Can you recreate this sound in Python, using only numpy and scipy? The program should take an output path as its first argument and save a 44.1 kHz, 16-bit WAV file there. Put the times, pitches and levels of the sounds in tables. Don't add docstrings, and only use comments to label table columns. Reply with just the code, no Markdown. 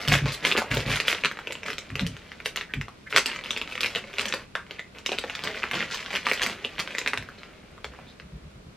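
import sys
import numpy as np
from scipy import signal
from scipy.fft import rfft, irfft
from scipy.io import wavfile
from scipy.ndimage import uniform_filter1d

SR = 44100
rng = np.random.default_rng(int(sys.argv[2]) if len(sys.argv) > 2 else 0)


def to_wav(sig):
    pcm = np.clip(np.atleast_2d(sig), -1, 1) * 32767
    pcm = np.round(pcm).astype(np.int16)
    wavfile.write(sys.argv[1], SR, pcm.T)


N = 386316
TIME = np.arange(N) / SR

# t/s, crackle/dB, rub/dB
HOLDING = [(0.0, -39.5, -37.5), (0.51, -41, -49.5), (0.68, -61, -38.5), (1.12, -32, -43),
           (1.29, -48, -47.5), (2.27, -49.5, -54.5), (2.61, -59, -51), (3.07, -58, -74), (3.32, -100, -47),
           (4.22, -35, -49), (4.49, -80, -60), (5.02, -56, -65), (5.27, -40, -46), (6.27, -39, -48),
           (6.73, -45.5, -46.5), (7.0, -42, -45), (7.41, -55, -54.5), (8.76, -80, -63.5)]


def undb(db):
    return 10 ** (np.asarray(db) / 20)


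def unit(x):
    return x / np.sqrt(np.mean(x ** 2))


def curve(table, axis):
    rows = np.array(table)
    return np.interp(TIME, rows[:, 0], rows[:, axis])


def response(points, size=2048):
    hz, db = np.transpose(points)
    f = np.maximum(np.fft.rfftfreq(size, 1 / SR), 1)
    log_gain = np.log(undb(np.interp(np.log(f), np.log(hz), db)))
    cepstrum = irfft(log_gain)
    cepstrum[1:size // 2] *= 2
    cepstrum[size // 2 + 1:] = 0
    return irfft(np.exp(rfft(cepstrum)))


def through(x, impulse):
    return signal.fftconvolve(x, impulse)[:len(x)]


def resonate(x, hz, width):
    hz = min(hz, .4 * SR)
    return signal.lfilter(*signal.iirpeak(hz, hz / min(width, SR / 5), fs=SR), x)


def resonate_twice(x, hz, width):
    return resonate(resonate(x, hz, width), hz, width)


def add(out, s, x):
    i = max(int(s * SR), 0)
    out[i:i + len(x)] += x[:len(out) - i]


def walk(order):
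    held = np.repeat(rng.standard_normal(N // order + 1), order)
    return unit(uniform_filter1d(held, order)[:N])


def grains(per_s, spread_db):
    size_db = spread_db * np.minimum(rng.exponential(size=N), 3.5)
    return (rng.random(N) < per_s / SR) * undb(size_db) * rng.choice([-1, 1], N)


def steady(x, order=1100):
    power = uniform_filter1d(uniform_filter1d(x ** 2, order), order)
    return x / np.sqrt(np.abs(power) + np.mean(x ** 2) / 100)


def air(level_db=-51.5):
    # f/Hz, level/dB
    hush_colour = [(15, -75), (25, 2), (141, -2.5), (200, -1), (317, -9), (394, -7.5), (863, -18.5),
                   (1440, -17.5), (1740, -23), (2220, -22.5), (4250, -25), (5000, -28), (10100, -37.5),
                   (13600, -44), (16000, -93)]
    # f/Hz, level/dB
    hush_side = [(50, -32), (300, -3), (1500, 1.5), (4000, 1.5), (8000, 1), (14000, 2)]
    mid, side = (unit(through(rng.standard_normal(N), response(hush_colour))) for _ in range(2))
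    return undb(level_db) * np.array([mid, through(side, response(hush_side))])


def throbs(length_s=0.098, deep_hz=60, deep_width_hz=30, upper_hz=145, upper_width_hz=65, upper_db=-1):
    # t/s, level/dB
    throb_times = [(8.205, -47.5), (8.305, -40), (8.412, -43.5), (8.527, -46.5), (8.63, -46.5)]
    deep = resonate_twice(rng.standard_normal(N), deep_hz, deep_width_hz)
    upper = resonate_twice(rng.standard_normal(N), upper_hz, upper_width_hz)
    swell = np.zeros(N)
    for s, db in throb_times:
        add(swell, s, undb(db) * np.hanning(int(length_s * SR)))
    return swell * (steady(unit(deep), order=2048) + undb(upper_db) * steady(unit(upper), order=2048))


def thump(hz, length_s, boom_db, rise_s=0.004, fade_s=0.029, sag=0.21, sag_s=0.028, waver=0.038,
          hold_hz=140, size=16384):
    # f/Hz, width/Hz, level/dB before the thump's own boom level
    boom_modes = [(55, 14, -4), (104, 5.5, -3), (142, 15, -1), (216.4, 45, -8), (260.7, 21, -4)]
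    t = np.arange(size) / SR

    def swell(hold_s):
        return (1 - np.exp(-t / rise_s)) * np.exp(-np.maximum(t - hold_s, 0) / fade_s)

    pitch = hz * (1 + sag * np.exp(-t / sag_s) + waver * walk(order=400)[:size])
    note = unit(np.sin(2 * np.pi * np.cumsum(pitch) / SR))
    sound = note * swell(length_s)
    for f, width, db in boom_modes:
        mode = steady(resonate_twice(rng.standard_normal(size), f, width))
        sound = sound + undb(db + boom_db) * mode * swell(length_s * min(hold_hz / f, 1))
    return sound / np.sqrt(np.mean(sound[t < length_s + fade_s] ** 2))


def thumps():
    # t/s, level/dB, pitch it sags to f/Hz, hold before the fade/s, low resonances/dB
    thump_times = [(0.075, -24.5, 137.2, 0.09, -4), (0.214, -25, 131, 0.053, -4),
                   (0.42, -45, 142, 0.062, -16), (0.704, -30, 111.5, 0.092, 2),
                   (0.852, -31.5, 125.2, 0.092, 8), (1.238, -45, 144, 0.02, -21),
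                   (1.896, -37.5, 98, 0.073, 3), (2.008, -27.5, 168.6, 0.045, -4.5),
                   (2.08, -40.5, 126, .05, 0), (2.751, -32, 130.2, 0.054, 6),
                   (5.735, -47.5, 161, 0.066, -1), (7.181, -42.5, 89, 0.032, -1),
                   (7.853, -47, 62, 0.076, -8)]
    out = np.zeros(N)
    for s, db, hz, length, boom_db in thump_times:
        add(out, s, undb(db) * thump(hz, length, boom_db))
    return out


def crushing(skew=0.28):
    # t/s, length/s, level/dB, rub/dB and hiss/dB re level
    crush_times = [(0, 0.094, -39.5, -18, -12), (0.089, 0.068, -34.5, -1, -12), (0.118, 0.05, -26, 3, -8.5),
                   (0.257, 0.069, -34.5, 0.5, -25), (0.319, 0.033, -42.5, -26, 4),
                   (0.432, 0.037, -34, -2, -20), (0.447, 0.1, -30, -3.5, -12),
                   (0.572, 0.027, -25, 0.5, -9.5), (0.705, 0.14, -32.5, -5, -16),
                   (0.855, 0.12, -36, -0.5, -13.5), (0.897, 0.1, -28.5, -16, -15.5),
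                   (1.07, 0.061, -31.5, -10, -4), (1.49, 0.04, -55, -12, -7),
                   (1.653, 0.092, -38.5, -1.5, -15), (1.97, 0.13, -52.5, 9, -12),
                   (2.448, 0.051, -44.5, -13, -2), (2.564, 0.079, -38.5, -13, -23),
                   (3.099, 0.052, -41, -11, -10.5), (3.144, 0.055, -30.5, -2.5, -37),
                   (3.257, 0.15, -35.5, -13, -28), (3.435, 0.25, -42.5, -10, -19),
                   (3.69, 0.13, -44, -17, -15), (3.801, 0.17, -39, -6, -17), (3.955, 0.039, -34, -1, -15),
                   (4.18, 0.27, -41, 0, -20), (4.695, 0.13, -52.5, -1, -23), (4.946, 0.076, -59, 12, -9),
                   (5.049, 0.18, -45, -15, -16), (5.111, 0.048, -36.5, 1.5, -24), (5.439, 0.1, -38, 2, -27),
                   (5.543, 0.067, -40, 0.5, -17), (5.732, 0.055, -29.5, -2, -23),
                   (5.785, 0.08, -34, -2.5, -31), (5.902, 0.15, -35.5, -22, -19),
                   (6.104, 0.061, -36.5, -7, -16), (6.139, 0.033, -34, 0, -17),
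                   (6.248, 0.17, -37.5, -4, -20), (6.407, 0.15, -35.5, 0.5, -15.5),
                   (6.642, 0.021, -38.5, -1.5, -17), (6.791, 0.021, -25.5, -10, -12),
                   (6.898, 0.15, -43, -21, -22), (7.378, 0.21, -61, 6, -18), (7.918, 0.24, -61.5, 8.5, -26)]
    power = np.zeros((3, N))
    for s, length, db, rub_db, hiss_db in crush_times:
        progress = np.linspace(0, 1, int(length * SR) + 2)
        swell = np.abs(np.sin(np.pi * progress ** skew))
        for layer, share_db in zip(power, (0, rub_db, hiss_db)):
            add(layer, s, swell * undb(db + share_db) ** 2)
    return power


def sleeves(power, per_s=700, spread_db=3.0, hold_db=-2):
    # f/Hz, level/dB
    cloth_colour = [(25, -26), (80, -12.5), (200, -1), (315, -1.5), (420, 2.5), (600, 3), (760, -5),
                    (1000, -6), (2500, -1.5), (8000, -44)]
    level = np.sqrt(power + undb(curve(HOLDING, axis=2) + hold_db) ** 2)
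    return steady(through(grains(per_s, spread_db), response(cloth_colour))) * level


def hiss(power, per_s=700, spread_db=4, hold_db=-25):
    # f/Hz, level/dB
    slide_colour = [(2000, -8.5), (4500, 5), (7000, -7), (10000, -10), (13000, -12), (14500, -28),
                    (16000, -38)]
    level = np.sqrt(power + undb(curve(HOLDING, axis=1) + hold_db) ** 2)
    return steady(through(grains(per_s, spread_db), response(slide_colour))) * level


def crackle(power, per_s=52, spread_db=2.5, width_share=0.37, patchy_db=1.0, hold_db=-5):
    # f/Hz, level/dB
    wrinkle_colour = [(200, -9.5), (750, -3.5), (1200, -3), (2000, 3), (3000, 2.5), (4500, -3),
                      (7000, -8.5), (12000, -34)]
    panels = np.zeros(N)
    for hz in np.geomspace(1000, 4600, 9):
        ticks = grains(per_s, spread_db) * undb(patchy_db * walk(order=1800))
        panels += resonate(ticks, hz, hz * width_share) / np.sqrt(hz)
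    level = np.sqrt(power + undb(curve(HOLDING, axis=1) + hold_db) ** 2)
    return steady(through(panels, response(wrinkle_colour))) * level


def pats(pat_hz=470, width_hz=380, press_s=0.0022, size=2048):
    # t/s, level/dB
    pat_times = [(.551, -24.5), (0.769, -25), (1.128, -32.5), (1.472, -31), (1.503, -33.5), (4.337, -29),
                 (5.091, -30.5), (5.119, -27.5), (5.131, -36), (5.24, -28), (5.64, -41), (6.314, -28.5)]
    out, t = np.zeros(N), np.arange(size) / SR
    for s, db in pat_times:
        press = rng.standard_normal(size) * np.exp(-t / press_s)
        knock = resonate_twice(press, pat_hz, width_hz)
        add(out, s, knock * undb(db) / np.sqrt(np.mean(knock[t < 2 * press_s] ** 2)))
    return out


def squeaks(width_share=0.27, size=8192):
    # t/s, length/s, level/dB, start f/Hz, end f/Hz
    squeak_times = [(0.586, .055, -36.5, 1535, 1090), (2.684, 0.049, -50, 1470, 1830),
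                    (3.061, 0.024, -43, 1650, 2000), (4.743, 0.031, -53, 2230, 2500),
                    (4.782, 0.014, -44, 1920, 2110), (7.382, 0.011, -52, 4000, 4100),
                    (8.056, 0.074, -58, 3600, 4010)]
    out = np.zeros(N)
    for s, length, db, start_hz, end_hz in squeak_times:
        count = int(length * SR)
        ring = resonate_twice(rng.standard_normal(size), start_hz, start_hz * width_share)
        note = steady(ring, order=256)
        position = np.cumsum(np.linspace(1, end_hz / start_hz, count))
        glide = np.interp(position, np.arange(size), note)
        add(out, s, undb(db) * unit(glide * np.sin(np.linspace(0, np.pi, count))))
    return out


def pops(rise_s=0.001, burst_s=0.0022, ring_s=0.028, knock_hz=560, knock_width_hz=550, knock_db=-15, size=8192):
    # t/s, level/dB, f/Hz, width of each ring filter/Hz, lingering ring/dB re level
    pop_times = [(4.5533, -24, 1460, 850, -11), (4.7935, -29, 2040, 240, -18)]
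    out, t = np.zeros(N), np.arange(size) / SR
    burst = (1 - np.exp(-t / rise_s)) * np.exp(-t / burst_s)
    burst = burst / burst.max()
    for s, db, hz, width, ring_db in pop_times:
        chance = rng.standard_normal(size)
        note = unit(np.sin(2 * np.pi * hz * t))
        ring = steady(resonate_twice(chance, hz, width), order=256)
        knock = steady(resonate_twice(chance, knock_hz, knock_width_hz), order=256)
        linger = undb(ring_db) * np.exp(-t / ring_s) * (1 - np.exp(-t / burst_s))
        pop = (note + undb(knock_db) * knock) * burst + ring * linger
        add(out, s, undb(db) * pop / np.sqrt(np.mean(burst[t < 2 * burst_s] ** 2)))
    return out


def snaps(rise_s=0.00044, scrape_s=0.00097, flick=0.2, body_s=0.0015, crack_s=0.00056, crack_rise_s=0.00038,
          widen=1.67, second_db=-10, detune=0.62, ring_top_hz=6000, push_db=-16.5, push_growth=0.76, size=1024):
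    # t/s, level/dB, panel f/Hz, panel width before widening/Hz,
    # crack/dB re level
    crease_times = [(0.051, -32.5, 2220, 1300, -22), (0.0768, -26.5, 2130, 1700, -4.5),
                    (0.083, -22.5, 2820, 1500, -5), (0.097, -29, 2580, 700, -18),
                    (0.1146, -29, 2500, 1000, -18), (0.122, -19, 2020, 1210, -19),
                    (0.134, -26, 2180, 1400, -9), (0.139, -16, 1820, 1200, -14),
                    (0.1517, -23, 2260, 860, -29), (0.177, -29, 2580, 1200, -11),
                    (0.188, -28, 2060, 1000, -16), (0.264, -40, 2350, 1300, -25),
                    (0.283, -31.5, 2450, 1400, -20), (0.3213, -40, 3320, 1700, -4),
                    (0.3438, -35, 3450, 1500, -6), (0.4272, -36, 2000, 1100, -24),
                    (0.4506, -16, 2390, 1070, -18), (0.4682, -26.5, 2120, 1440, -5),
                    (0.473, -28, 2700, 1200, -16), (0.515, -19, 2590, 1010, -30),
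                    (0.5229, -19, 2700, 1210, -29), (0.5507, -27, 890, 550, -35),
                    (0.56, -27, 1450, 1000, -30), (0.566, -24, 2780, 1020, -32),
                    (0.577, -21.5, 1660, 1600, -22), (0.619, -26, 900, 1210, -17),
                    (0.7143, -24, 2060, 610, -16), (0.7425, -30, 2970, 1400, -16),
                    (0.7707, -26.5, 3000, 1430, -9), (0.8043, -29, 2580, 1500, -8),
                    (0.8823, -32, 2000, 1300, -19), (0.9096, -34, 2850, 1500, -16),
                    (0.916, -25, 2180, 1200, -13), (0.938, -25, 2390, 1430, -34),
                    (0.958, -28.5, 2370, 1700, -1.5), (0.972, -28, 2390, 800, -24),
                    (1.001, -20.5, 2190, 1000, -10), (1.0519, -35, 2500, 990, -30),
                    (1.082, -16.5, 2440, 1480, -14), (1.1015, -26, 2020, 1210, -25),
                    (1.1158, -24, 1940, 960, -26), (1.1282, -20.5, 2150, 1410, -27),
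                    (1.148, -28.5, 2770, 900, -25), (1.1833, -35, 2320, 1000, -19),
                    (1.2373, -22, 2110, 1010, -24), (1.2478, -18, 1870, 1480, -16),
                    (1.257, -19.5, 2050, 1470, -17.5), (1.3138, -29.5, 1630, 910, -18),
                    (1.3719, -33.5, 1510, 1210, -28), (1.3897, -31, 1280, 1210, -29),
                    (1.472, -27.5, 2550, 860, -20), (1.508, -33, 2370, 1000, -22),
                    (1.523, -31.5, 2770, 1710, -10), (1.553, -33.5, 2800, 900, -36),
                    (1.6327, -32, 2080, 1200, -18), (1.6617, -34, 2040, 700, -18),
                    (1.6838, -28.5, 1530, 855, -24), (1.7029, -29.5, 1880, 1200, -10.5),
                    (1.7316, -33.5, 2480, 1500, -12), (1.7823, -30, 2460, 1800, -6.5),
                    (1.9028, -36, 1850, 1000, -22), (1.955, -26, 2360, 1030, -15.5),
                    (1.9947, -24, 2240, 1470, -15), (2.008, -33, 3280, 1500, -10),
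                    (2.0657, -31.5, 2540, 1700, -5.5), (2.1667, -41.5, 1850, 1210, -9),
                    (2.318, -35, 1790, 1680, -30), (2.402, -36, 2010, 960, -20),
                    (2.4591, -23, 2280, 1670, -11), (2.56, -27.5, 1900, 1430, -9.5),
                    (2.5732, -26.5, 2780, 900, -26), (2.611, -28, 2020, 1210, -19),
                    (2.7374, -24.5, 2330, 1020, -23.5), (2.8126, -29, 2260, 1230, -19.5),
                    (2.883, -35.5, 1040, 900, -20), (3.1266, -24, 1720, 1000, -32),
                    (3.1353, -29, 2070, 850, -30), (3.1626, -10.5, 1800, 1650, -18),
                    (3.1746, -14.5, 1940, 1900, -11), (3.1819, -16.5, 1830, 1800, -11),
                    (3.193, -31, 2500, 1300, -18), (3.2594, -23.5, 2700, 1420, -3),
                    (3.2764, -32, 2700, 1500, -11), (3.316, -31, 2680, 1200, -25),
                    (3.3611, -32, 1930, 1290, -15), (3.39, -33.5, 2010, 1200, -24),
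                    (3.4112, -41, 2270, 1400, -14), (3.4384, -35, 3000, 1200, -18),
                    (3.4597, -33, 2380, 1200, -25), (3.507, -23.5, 3070, 750, -9),
                    (3.5312, -36, 3130, 600, -16), (3.5637, -27.5, 2650, 1200, -34),
                    (3.5742, -29, 2420, 1100, -7), (3.6148, -25.5, 2880, 740, -22),
                    (3.6756, -36, 2680, 1100, -21), (3.713, -38, 2670, 1000, -22),
                    (3.7229, -31, 2540, 600, -18), (3.754, -30.5, 2270, 860, -15),
                    (3.778, -29, 2230, 900, -25), (3.8072, -25, 2900, 1400, -6),
                    (3.8323, -21.5, 2520, 613, -11.5), (3.8451, -22, 2260, 860, -18),
                    (3.86, -24.5, 2370, 650, -7), (3.9501, -26, 2440, 1420, -17),
                    (3.9589, -23, 2850, 1100, -15), (4.0403, -38.5, 2300, 500, -33),
                    (4.1391, -37, 2130, 1300, -12), (4.184, -22.5, 2540, 1440, -19),
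                    (4.195, -23, 2140, 1700, -13), (4.2102, -29, 2200, 1200, -6),
                    (4.256, -27.5, 2280, 1700, -4.5), (4.2836, -32, 2740, 1200, -3.5),
                    (4.3245, -23, 2600, 1750, -35), (4.3389, -24, 1600, 1440, -10),
                    (4.5527, -26.5, 1560, 1510, -17), (4.666, -48.5, 2400, 1200, -23),
                    (4.7096, -33, 2700, 1310, -21), (4.794, -35, 2110, 1300, -15),
                    (4.985, -44, 2360, 860, -3), (5.062, -23.5, 2840, 726, -7.5),
                    (5.0925, -28.5, 2600, 800, -28), (5.118, -26.5, 2760, 1020, -13),
                    (5.13, -30, 2600, 550, -22), (5.181, -34, 2150, 1200, -20),
                    (5.1857, -24, 2730, 1010, -9.5), (5.239, -33, 1870, 1200, -17),
                    (5.298, -29, 2420, 990, -22), (5.3519, -29.5, 3100, 1720, -13),
                    (5.392, -33, 2170, 950, -31), (5.438, -28, 3430, 1700, -6),
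                    (5.474, -25, 1990, 1440, -32), (5.546, -33.5, 1640, 800, -30),
                    (5.5742, -35, 2380, 1200, -26), (5.624, -34, 1670, 900, -31),
                    (5.6323, -24.5, 2430, 595, -33), (5.639, -22, 1580, 800, -28),
                    (5.7127, -25, 2080, 1100, -15.5), (5.734, -40, 2210, 1500, -19),
                    (5.7421, -39, 2420, 1400, -8), (5.778, -33, 1620, 1000, -28),
                    (5.8005, -35, 2140, 1400, -28), (5.8058, -23.5, 1810, 1100, -34),
                    (5.8141, -31, 2160, 900, -24), (5.8259, -25, 2450, 800, -32),
                    (5.9204, -35, 2580, 1300, -13), (5.945, -33.5, 2830, 1500, -2),
                    (6.0086, -41, 2170, 1200, -26), (6.0614, -33.5, 2460, 1520, -25),
                    (6.1076, -37, 1040, 900, -17), (6.1301, -29, 2250, 700, -20),
                    (6.1525, -24.5, 2680, 1010, -15), (6.159, -25.5, 2400, 1000, -11),
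                    (6.168, -26.5, 2330, 700, -12), (6.2578, -31, 3300, 1000, -15),
                    (6.2675, -17.5, 1450, 960, -18), (6.2871, -27.5, 2360, 1000, -15),
                    (6.2974, -27, 2220, 1100, -10), (6.3144, -17.5, 2140, 840, -38),
                    (6.3337, -28, 2110, 1020, -3.5), (6.376, -33, 2650, 1400, -27),
                    (6.396, -28, 2190, 1000, -26), (6.4183, -22.5, 2100, 1700, -11),
                    (6.4265, -27, 2470, 1690, -4), (6.433, -23.5, 2870, 900, -5.5),
                    (6.4635, -24, 2020, 1430, -13), (6.498, -32.5, 1690, 1400, -13),
                    (6.648, -23.5, 2870, 890, -24), (6.7821, -31, 2220, 860, -27),
                    (6.7989, -29.5, 2070, 1210, -4), (6.8754, -30.5, 1640, 1420, -35),
                    (6.9069, -36, 2500, 1100, -20), (6.9501, -26.5, 1880, 610, -20),
                    (6.9836, -24.5, 2330, 1020, -6), (7.0148, -31.5, 2340, 1000, -24),
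                    (7.062, -23, 1950, 1210, -29), (7.0752, -20, 2240, 860, -12.5),
                    (7.134, -21, 1680, 1010, -23), (7.175, -25, 2000, 1430, -15.5),
                    (7.225, -37.5, 2000, 800, -15), (7.288, -38, 1420, 400, -20),
                    (7.433, -39, 1650, 1680, -33), (7.779, -44.5, 1270, 610, -18),
                    (7.844, -36.5, 2550, 2300, -17), (7.845, -29.5, 1430, 1850, -35),
                    (7.937, -42, 1360, 550, -30), (7.9892, -44, 756, 600, -24),
                    (8.199, -40.5, 2150, 1280, -32)]
    # f/Hz, level/dB
    push_colour = [(25, -19), (70, -15), (150, -9), (250, 11), (320, 0.5), (420, 15), (600, 8.5),
                   (740, 1.5), (950, 8), (1500, 10), (3000, -39.5)]
    # f/Hz, level/dB
    crack_colour = [(1500, -29), (3500, 26.5), (5000, 22.5), (7000, 15), (10500, 2.5), (13000, 6),
                    (14500, -12), (16000, -13)]
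    out, t = np.zeros(N), np.arange(size) / SR
    body, crack = response(push_colour), response(crack_colour)
    soften = signal.butter(2, ring_top_hz, fs=SR)
    first = t < .005

    def ring_panel(kick, hz, band):
        return resonate(resonate_twice(kick, hz, band), hz, band)

    for s, db, hz, width, high_db in crease_times:
        chance = rng.standard_normal(size)
        jerk = chance * (1 - np.exp(-t / rise_s))
        kick = signal.lfilter(*soften, (t == 0) + flick * jerk * np.exp(-t / scrape_s))
        other_hz = hz * 2 ** (detune * width / hz * np.clip(chance[-2], -1.5, 1.5))
        band = width * widen
        ring = ring_panel(kick, hz, band) + undb(second_db) * ring_panel(kick, other_hz, band)
        push = through(jerk * np.exp(-t / body_s), body)
        tear = chance * (1 - np.exp(-t / crack_rise_s)) * np.exp(-t / crack_s)
        parts = [(ring, db), (push, push_db + push_growth * db), (through(tear, crack), db + high_db)]
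        snap = sum(part * undb(part_db) / np.sqrt(np.mean(part[first] ** 2)) for part, part_db in parts)
        add(out, s, snap * np.sign(chance[-1]))
    return out


def scatter(x, fade, order=4096):
    out = np.zeros(N)
    for i in range(0, N, order):
        pattern = rng.standard_normal(len(fade)) * fade
        add(out, i / SR, signal.fftconvolve(x[i:i + order], pattern))
    return out


def room(x, t60_s=0.19, tail_db=-7.0, build_s=0.001, bounce_s=0.00628, bounce_width_s=.0011,
         side_bounce_db=-11, size=16384):
    # f/Hz, level/dB
    bounce_colour = [(300, -7.5), (2000, -12), (3500, -11), (5000, -7.5), (8000, -0.5), (13000, 4)]
    # f/Hz, level/dB
    tail_mid = [(100, 12.2), (400, 2.7), (800, 3.2), (2000, 2.6), (3200, 1), (5000, 5.7), (8000, 10.5),
                (13000, 1.2)]
    # f/Hz, level/dB
    tail_side = [(100, -41), (350, -56), (800, -9.5), (1600, -23), (2800, -13.5), (4500, 1), (7000, 8.5),
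                 (10000, 16.5), (14000, 13)]
    # f/Hz, level/dB
    direct_side = [(100, -51), (1500, -29), (3000, -19), (5000, -13), (8000, -14), (14000, 0)]
    t = np.arange(size) / SR
    decay = undb(-60 * t / t60_s) * (1 - np.exp(-t / build_s))
    tail = undb(tail_db) * unit(decay) / np.sqrt(size)
    bounce = unit(np.exp(-((t - bounce_s) / bounce_width_s) ** 2)) / np.sqrt(size)
    early = through(scatter(x, bounce), response(bounce_colour))
    late = through(scatter(x, tail), response(tail_mid))
    wide = scatter(x, np.hypot(tail, undb(side_bounce_db) * bounce))
    side = through(x, response(direct_side)) + through(wide, response(tail_side))
    return np.array([x + early + late, side])


def scene():
    crush, rub, slide = crushing()
    film = snaps() + pops() + squeaks() + crackle(crush) + hiss(slide)
    mid, side = room(film + pats() + sleeves(rub)) + air()
    mid = mid + thumps() + throbs()
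    return np.array([mid + side, mid - side])


def record(dry, ceiling=.93, top_hz=16000):
    clipped = np.clip(dry, -ceiling, ceiling)
    return signal.sosfilt(signal.ellip(8, .2, 70, top_hz, fs=SR, output="sos"), clipped)


dry = scene()
out = record(dry)
to_wav(out)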